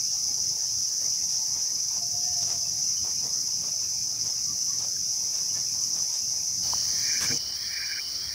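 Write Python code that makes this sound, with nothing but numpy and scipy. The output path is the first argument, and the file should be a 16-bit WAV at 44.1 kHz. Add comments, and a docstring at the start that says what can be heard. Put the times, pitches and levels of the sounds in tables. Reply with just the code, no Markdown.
"""Two forest places, the second joining at 6.6 s and the first stopping at 7.4 s, over a lumpy low rumble.
The first: throbbing cicada click trains, steps as bursts of snaps in grass, far birds and a long hoot as
wavering tones, hollow knocks as decaying modes, and a close leafy branch as dense crackles.
The second, played backwards: lower cicadas, a trill whose echoes swell ahead of it, a hoarse caller made of
noise shifted up to a moving pitch, and a pop as a reversed decay. Both channels carry the same sound."""
import sys
import numpy as np
from scipy import signal
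from scipy.fft import rfft, irfft, next_fast_len
from scipy.io import wavfile
from scipy.ndimage import uniform_filter1d

SR = 44100
rng = np.random.default_rng(int(sys.argv[2]) if len(sys.argv) > 2 else 0)


def to_wav(sig):
    """Store sig (one row per channel, or 1-D mono) as 16-bit WAV at the path in sys.argv[1].

    Samples outside -1..1 are clipped; the rate is SR.
    """
    pcm = np.clip(np.atleast_2d(sig), -1, 1) * 32767
    pcm = np.round(pcm).astype(np.int16)
    wavfile.write(sys.argv[1], SR, pcm.T)  # frames by channels


def makeup_ratio(level_db):
    """Linear amplitude ratio for a level in decibels (20 dB per factor of ten)."""
    decades = np.asarray(level_db, float) / 20
    return 10 ** decades


N = 367774  # length [samples]
FIRST_ENDS, SECOND_STARTS = 7.383, 6.628  # [s]


def evened(x):
    """Normalisation: scales a signal to rms 1."""
    return x / np.sqrt(np.mean(x ** 2) + 1e-20)


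def read(points, hz):
    """Interpolation of a spectrum along a logarithmic frequency axis."""
    f, value = np.transpose(points)
    return np.interp(np.log(hz + 1), np.log(f + 1), value)


def curve(rows, order=1):
    """Linear interpolation of one table column at every sample."""
    rows = np.asarray(rows)
    return np.interp(np.arange(N) / SR, rows[:, 0], rows[:, order])


def add(mix, s, sound):
    """Superposition: sums a sound into the mix from time s."""
    part = mix[round(s * SR):][:len(sound)]
    part += sound[:len(part)]


def coloured(x, points, tilt_db=0):
    """Linear filtering by a spectrum, tilted about 900 Hz by tilt_db per octave."""
    size = next_fast_len(len(x))
    hz = np.fft.rfftfreq(size, 1 / SR)
    gain_db = read(points, hz) + tilt_db * np.log2((hz + 50) / 900)
    return irfft(rfft(x, size) * makeup_ratio(gain_db), size)[:len(x)]


def drift(top_hz):
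    """Random-phase synthesis: twenty slow sines sum to a wandering curve of rms 1."""
    t = np.arange(0, N, 64) / SR
    slow = 0
    for f in np.geomspace(top_hz / 20, top_hz, 20):
        slow = slow + np.sin(2 * np.pi * (f * t + rng.random())) / np.sqrt(f)
    return np.interp(np.arange(N), np.arange(len(t)) * 64, evened(slow))


def echoes(t60):
    """Diffuse scattering among trunks: exponentially decaying noise of energy 1."""
    t = np.arange(round(.8 * SR)) / SR
    tail = rng.standard_normal(len(t)) * makeup_ratio(-60 * t / t60)
    return tail / np.linalg.norm(tail)


def note(db, hz, length):
    """Amplitude modulation: a soft sine, arched 1.9 % in pitch, flutters on its way through moving leaves."""
    u = np.arange(round(length * SR)) / (length * SR)
    slow = evened(uniform_filter1d(rng.standard_normal(len(u)), size=200))
    flutter = evened(1 + .5 * slow)
    pitch = hz * (1 + 0.019 * np.sin(np.pi * u))
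    return makeup_ratio(db) * flutter * np.sin(np.pi * u) * np.sin(2 * np.pi * np.cumsum(pitch) / SR)


# Spectrum of each cicada chorus as heard, with gaps near 12-14 kHz:
# (frequency [Hz], relative level per hertz [dB])
FIRST_CHORUS = [(2060, -47.5), (3500, -39.5), (4440, -24), (4910, -10), (5130, -2.5), (5560, -5), (6030, 2),
                (6340, -5.5), (6960, -17.5), (8300, -30.5), (11100, -25), (11800, -26), (12400, -35),
                (13200, -39), (13700, -45), (15100, -27), (15600, -33)]
SECOND_CHORUS = [(2060, -46), (3500, -29), (3840, -27), (4700, -5.5), (5160, -6.5), (5590, -2), (6070, -13),
                 (7090, -29.5), (7790, -31.5), (8350, -29.5), (9820, -25), (12500, -49), (13700, -36),
                 (14900, -24), (15300, -19), (15600, -23)]
# Effort of each chorus, about which its level wanders: (time [s], level [dB])
FIRST_EFFORT = [(0.0, -27), (0.5, -27.5), (4.6, -28.5), (6.0, -27.5), (6.5, -28.5), (7.4, -28.5)]
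SECOND_EFFORT = [(6.63, -31.5), (7.4, -32.5), (7.8, -31.5), (8.34, -32.5)]
# Bands of the three kinds of insect: (low edge [Hz], top edge [Hz])
INSECT_BANDS = [(100, 7800), (7800, 13200), (13200, 17000)]


def cicadas(spectrum, effort, click_hz, throb_hz, depths, wet, count=20):
    """Filtered impulse trains: buckling drums click in throbbing trains, scattered by leaves."""
    chorus = 0
    wet = np.clip(wet, 0, 1)  # share of power that is scattered
    hz = np.fft.rfftfreq(N, 1 / SR)
    for (low_hz, top_hz), depth in zip(INSECT_BANDS, depths):
        kind = np.zeros(N)
        for size_db, pace, throb, start in rng.standard_normal((count, 4)):
            beats = np.arange(2500) + .1 * rng.standard_normal(2500)  # jittered
            at = (abs(beats) * SR / (click_hz * (1 + .06 * pace))).astype(int)
            at = at[at < N]
            throb_phase = 2 * np.pi * throb_hz * (1 + .06 * throb) * at / SR + 3 * start
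            pulse = 1 + depth * np.sin(throb_phase)
            clicks = np.zeros(N)
            clicks[at] = makeup_ratio(0.58 * size_db) * pulse * rng.standard_normal(len(at))
            scattered = signal.oaconvolve(clicks, echoes(t60=0.085)[:2500])[:N]
            kind += np.sqrt(1 - wet) * clicks + np.sqrt(wet) * scattered
        chorus = chorus + rfft(evened(kind)) * (hz >= low_hz) * (hz < top_hz)
    level = makeup_ratio(curve(effort) + 0.21 * drift(top_hz=8))
    return level * evened(coloured(irfft(chorus, N), spectrum))


# Background hiss and rumble of each place as heard, the second with a gap near 2.7 kHz:
# (frequency [Hz], relative level per hertz [dB])
FIRST_BACKGROUND = [(15, -49.5), (25, -44), (42, -14), (86, 0), (118, 2.5), (376, -14.5), (538, -15),
                    (854, -13.5), (1480, -23), (2340, -16.5), (3020, -22.5), (3570, -24), (3800, -24),
                    (4940, -33), (8360, -120)]
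SECOND_BACKGROUND = [(15, -56), (25, -35), (70, 3), (156, -7.5), (247, -10), (393, -11.5), (561, -11.5),
                     (2250, -12), (2550, -15), (2750, -22), (2950, -17.5), (3800, -24), (4940, -47.5),
                     (8360, -120)]
# Uneven rise and fall of the bass, with some sudden jumps, before chance lumps are added:
# (time [s], relative level [dB])
BASS_LEVEL = [(0, 0.5), (1.95, -3.5), (2.05, 2.5), (2.7, 1.5), (3.1, 2.5), (3.9, 1), (4.9, 0.5),
              (5.45, -5.5), (5.55, 4), (6.1, -3), (6.8, 4.5), (7.05, -3), (7.4, 4), (8.0, -3), (8.34, 5.5)]


def background(points, db, patchy_db):
    """Random short-time spectra: hiss in drifting patches over a bass that rises and falls unevenly."""
    lump_db, lump_hz = 2, 50  # rms and fastest rate of the chance lumps
    frames, hz = N // 256 + 5, np.fft.rfftfreq(1024, 1 / SR)
    a, b, patches = rng.standard_normal((frames, 513, 3)).T
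    patches = uniform_filter1d(patches, size=8, axis=0)
    patches = evened(uniform_filter1d(patches, size=14, axis=1))
    bass_db = curve(BASS_LEVEL) + lump_db * drift(lump_hz)
    bass_db = bass_db[np.minimum(np.arange(frames) * 256, N - 1)]
    bass = 1 / (1 + (hz[:, None] / 220) ** 4)  # share of the bass level at each frequency
    spectra = (a + 1j * b) * makeup_ratio(patchy_db * (1 - 0.48 * bass) * patches + bass * bass_db)
    sound = signal.istft(spectra, nperseg=1024, noverlap=768)[1][:N]
    return makeup_ratio(db) * evened(coloured(sound, points))


# Clearest short calls, before the echo blend: (time [s], level [dB], base pitch [Hz], length [s])
BIRD_CALLS = [(0.117, -50, 786, 0.054), (0.26, -51, 801, 0.087), (0.366, -48, 892, 0.039),
              (0.507, -47, 883, 0.032), (0.619, -49, 887, 0.046), (1.1987, -53, 2590, 0.042),
              (1.38, -46, 886, 0.067), (1.469, -54, 843, 0.046), (2.19, -57, 1780, 0.18),
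              (2.6, -51, 678, 0.078), (2.6354, -50, 2590, 0.0445), (2.73, -56, 713, 0.13),
              (2.825, -51, 2680, 0.0324), (2.9596, -48, 2995, 0.04), (3.163, -50, 2440, 0.0345),
              (3.469, -49, 900, 0.054), (3.6855, -54, 2590, 0.045), (3.8277, -50, 2580, 0.035),
              (4.449, -52.5, 1138, 0.093), (4.675, -49, 1095, 0.061), (5.189, -48.5, 900, 0.07),
              (5.32, -55, 1740, 0.036), (5.363, -52, 2564, 0.0335), (5.488, -51, 2870, 0.04),
              (5.54, -49, 1730, 0.06), (5.658, -51, 2540, 0.026), (5.832, -53, 2260, 0.028),
              (6.079, -47, 922, 0.051)]
# The long hoot, before the echo blend: (start [s], length [s], mean level [dB], top of the pitch arch [Hz])
LONG_HOOT = (1.92, 0.65, -53, 709)


def far_birds(count=24):
    """Reverberant blurring of distant tones: calls, faint chance chirps and one long wavering hoot."""
    out = np.zeros(N)
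    for s, *call in BIRD_CALLS:
        add(out, s, note(*call))
    for when, (size, pitch) in zip(rng.random(count), rng.standard_normal((count, 2))):
        add(out, when * FIRST_ENDS, note(db=-57.5 + 2.7 * size, hz=2420 + 148 * pitch, length=0.039))
    s, length, db, top_hz = LONG_HOOT
    rise_s, fall_s, arch_hz = 0.076, .03, 22
    t = np.arange(0, length, 1 / SR)
    shape = np.minimum(t / rise_s, 1) ** 2 * np.minimum((length - t) / fall_s, 1)
    hz = top_hz - arch_hz * (2 * t / length - 1) ** 2 + 5 * drift(top_hz=39.8)[:len(t)]
    level = np.sqrt(2) * makeup_ratio(db + 3.7 * drift(top_hz=160)[:len(t)])
    add(out, s, level * shape * np.sin(2 * np.pi * np.cumsum(hz) / SR))
    return 0.65 * out + 0.5 * signal.oaconvolve(out, echoes(t60=0.51))[:N]


# Dull knocks on something hollow close by: (time [s], strength [dB])
BLOWS = [(0.299, -35.5), (3.242, -34), (7.242, -30.5), (7.296, -25.5), (7.304, -25), (7.315, -25),
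         (7.324, -29.5), (7.337, -25.5), (7.351, -31)]
# Modes of the hollow thing: (frequency [Hz], relative level [dB], time to decay by 60 dB [s])
HOLLOW_MODES = [(132, -1.5, 0.065), (247, -2.5, 0.074), (324, -3, 0.0625), (472.5, -15.5, 0.21)]


def knocks():
    """Modal decay: each blow rings the damped modes of a hollow body."""
    out, t = np.zeros(N), np.arange(9000) / SR
    for s, db in BLOWS:
        for hz, mode_db, t60 in HOLLOW_MODES:
            level = makeup_ratio(db + mode_db - 60 * t / t60)
            onset = 1 - np.exp(-t / 0.009)
            add(out, s, level * onset * np.sin(2 * np.pi * hz * t))
    return out


# Steps in grass: (time [s], strength [dB], brightness [dB per octave])
FOOTFALLS = [(0.598, -47.5, 2), (0.996, -41.5, -0.5), (1.298, -47, 5), (1.545, -40.5, 0.8),
             (1.933, -40, -0.5), (2.402, -41.5, 4.5), (2.473, -34, 2), (2.768, -49, 0), (3.037, -35, -0.5),
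             (3.232, -38.5, -2), (3.618, -37, -0.5), (3.794, -45, 3), (4.236, -38, 2), (4.79, -36.5, 2.5),
             (5.337, -39.5, 3.5), (5.538, -37, 1.5), (5.95, -39.5, 2), (6.107, -41.5, 5),
             (6.658, -37.5, 0.8), (7.271, -33.5, 2)]
# Colour of the grass: (frequency [Hz], relative level per hertz [dB])
GRASS_COLOUR = [(150, -14), (400, -2), (900, -0.3), (1600, -12), (3000, -14), (7000, -8.5), (15000, -40)]
# Twigs: (time [s], level [dB], base pitch [Hz], length [s])
TWIGS = [(4.964, -47, 1600, .008), (5.996, -43, 1110, 0.0089)]


def steps():
    """Impulsive noise: blades and twigs snap in a clumped swish under each foot."""
    swish_s, lead_s = 0.077, .012  # time scale of a swish; it starts just before the foot lands
    out, t = np.zeros(N), np.arange(round(.35 * SR)) / SR
    for s, db, tilt_db in FOOTFALLS:
        snap_db = 2.8 * np.minimum(rng.exponential(1, len(t)), 5)
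        snaps = evened(rng.standard_normal(len(t)) * makeup_ratio(snap_db))
        clumps = evened(uniform_filter1d(rng.standard_normal(len(t)), size=350))
        snaps *= makeup_ratio(2.1 * clumps)
        u = t / swish_s
        swish = 3 * u * np.exp(-1.4 * u ** 2)
        add(out, s - lead_s, makeup_ratio(db) * coloured(snaps, GRASS_COLOUR, np.clip(tilt_db, -4, 5)) * swish)
    for s, *tick in TWIGS:
        add(out, s, note(*tick))
    return out


# The pop: (time of its sharp end [s], strength [dB], frequency [Hz])
REVERSED_POP = (6.7372, -20, 980)


def pop():
    """Time reversal of a damped oscillation: a hollow click swells for a few cycles and stops."""
    out, t = np.zeros(N), np.arange(600) / SR
    s, db, hz = REVERSED_POP
    envelope = 1.76 * (1 - np.exp(-t / 0.00069)) * np.exp(-t / 0.0017)
    ring = makeup_ratio(db) * envelope * np.sin(2 * np.pi * hz * t)
    add(out, s - len(t) / SR, ring[::-1])
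    return out


# Two-syllable calls: (time of the sharp end [s], relative level [dB])
CALLS = [(7.04, -3), (7.69, 1.5), (8.31, 0.5)]
# Low then high syllable: (peak time from the sharp end [s], pitch [Hz], level [dB], swell [dB/s], fade [dB/s])
CALL_SYLLABLES = [(-.23, 3000, -51.5, 30, 110), (-.03, 3222, -51, 70, 500)]


def hoarse_caller():
    """Quadrature modulation: noise shifted to a fuzzy band near 3 kHz, a low then a high syllable."""
    slide_s = .07  # pitch slide between syllables
    low_at, low_hz = CALL_SYLLABLES[0][:2]
    high_hz = CALL_SYLLABLES[1][1]
    t, level, hz = np.arange(N) / SR, np.zeros(N), np.full(N, float(low_hz))
    for end, call_db in CALLS:
        for before, _, db, swell_db, fade_db in CALL_SYLLABLES:
            late = t - end - before
            shape_db = np.minimum(swell_db * late, -fade_db * late)
            level = np.maximum(level, makeup_ratio(call_db + db + shape_db))
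        high = np.clip((t - end - low_at) / slide_s - 1, 0, 1) * (t < end + .03)
        hz = hz + high * (high_hz - low_hz)
    fuzz = signal.lfilter(*signal.butter(3, 100, fs=SR), rng.standard_normal((2, N)))
    turn = 2 * np.pi * np.cumsum(hz) / SR
    shifted = evened(fuzz[0] * np.cos(turn) + fuzz[1] * np.sin(turn))
    return level * makeup_ratio(1.8 * drift(top_hz=79.9)) * shifted


# Trill phrases, before the echo blend: (time [s], level [dB])
TRILL_PHRASES = [(7.101, -33), (7.772, -33), (8.444, -33)]
# Notes of a phrase: (time after the phrase mark [s], lowest pitch [Hz])
TRILL_NOTES = [(.001, 1728), (0.06, 1546), (.15, 1500), (.213, 1447)]
# Course of one note: (time [s], share of the climb to the top pitch [0-1], relative level [dB])
TRILL_SHAPE = [(-.012, 0.104, -11), (-.004, 0.016, -5.5), (.006, 0.248, 1), (0.012, .8, 0),
               (0.018, .93, -4), (.025, 0.975, -9), (0.031, 1.0, -15)]


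def trilling_bird():
    """Time-reversed reverberation: notes dwell low and whip up, the forest echo coming ahead of them."""
    top_hz = 2435
    out = np.zeros(N + SR)
    s, climb, shape_db = np.transpose(TRILL_SHAPE)
    t = np.arange(s[0], s[-1], 1 / SR)
    for mark, phrase_db in TRILL_PHRASES:
        for after, low_hz in TRILL_NOTES:
            pitch = low_hz + (top_hz - low_hz) * np.interp(t, s, climb)
            level = makeup_ratio(phrase_db + np.interp(t, s, shape_db)) * signal.windows.tukey(len(t), .2)
            add(out, mark + after + s[0], level * np.sin(2 * np.pi * np.cumsum(pitch) / SR))
    paths = makeup_ratio(-0.3) * echoes(t60=0.8) + makeup_ratio(-6.5) * echoes(t60=0.098)  # far trunks and near branches
    paths[round(.009 * SR)] += .4  # one strong bounce
    echoed = signal.oaconvolve(out[::-1], paths)[:len(out)][::-1]
    return (makeup_ratio(-4.0) * out + echoed)[:N]


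# A leafy branch brushing past close by: (time [s], level [dB], length [s])
BRANCH = (7.2, -36, 0.08)
# Colour of its leaves: (frequency [Hz], relative level per hertz [dB])
LEAF_COLOUR = [(200, -5), (700, -10), (1200, -1.5), (3000, -6), (8000, -5), (12000, -11.5), (15500, -18)]


def brush():
    """Friction noise: many small leaf contacts make a short bright swish of dense crackles."""
    out = np.zeros(N)
    s, db, length = BRANCH
    u = np.arange(round(length * SR)) / (length * SR)
    crackle_db = 2.5 * np.minimum(rng.exponential(1, len(u)), 5)
    crackles = rng.standard_normal(len(u)) * makeup_ratio(crackle_db)
    swish = np.sin(np.pi * u ** 0.68) * np.sqrt(2)
    add(out, s, makeup_ratio(db) * evened(coloured(crackles, LEAF_COLOUR)) * swish)
    return out


def scene():
    """Superposition of the two places, which overlap and are switched by ramps of a few milliseconds."""
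    t = np.arange(N) / SR
    first = cicadas(FIRST_CHORUS, FIRST_EFFORT, click_hz=190.27, throb_hz=21.08, depths=(.45, .15, .3), wet=0.89)
    first += background(FIRST_BACKGROUND, db=-51, patchy_db=3.5)
    first += far_birds() + knocks() + steps() + brush()
    second = cicadas(SECOND_CHORUS, SECOND_EFFORT, click_hz=164.9, throb_hz=21.5, depths=(.2, .2, .8), wet=1.0)
    second += background(SECOND_BACKGROUND, db=-52, patchy_db=2.0)
    second += pop() + hoarse_caller() + trilling_bird()
    first_gate = np.clip((FIRST_ENDS - t) / 0.0044, 0, 1)
    second_gate = np.clip((t - SECOND_STARTS) / 0.0031, 0, 1)
    mix = first * first_gate + second * second_gate
    return np.array([mix, mix])


def roll_off(x):
    """The treble ends steeply here."""
    return signal.sosfilt(signal.butter(12, 17100, fs=SR, output="sos"), x)


def record(dry):
    """Band limitation: a steep linear-phase low-pass at 15.72 kHz."""
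    edge = signal.firwin(1023, 15720, window=("kaiser", 10), fs=SR)
    limited = signal.oaconvolve(dry, edge[None], "same")
    return roll_off(limited)


dry = scene()
out = record(dry)
to_wav(out)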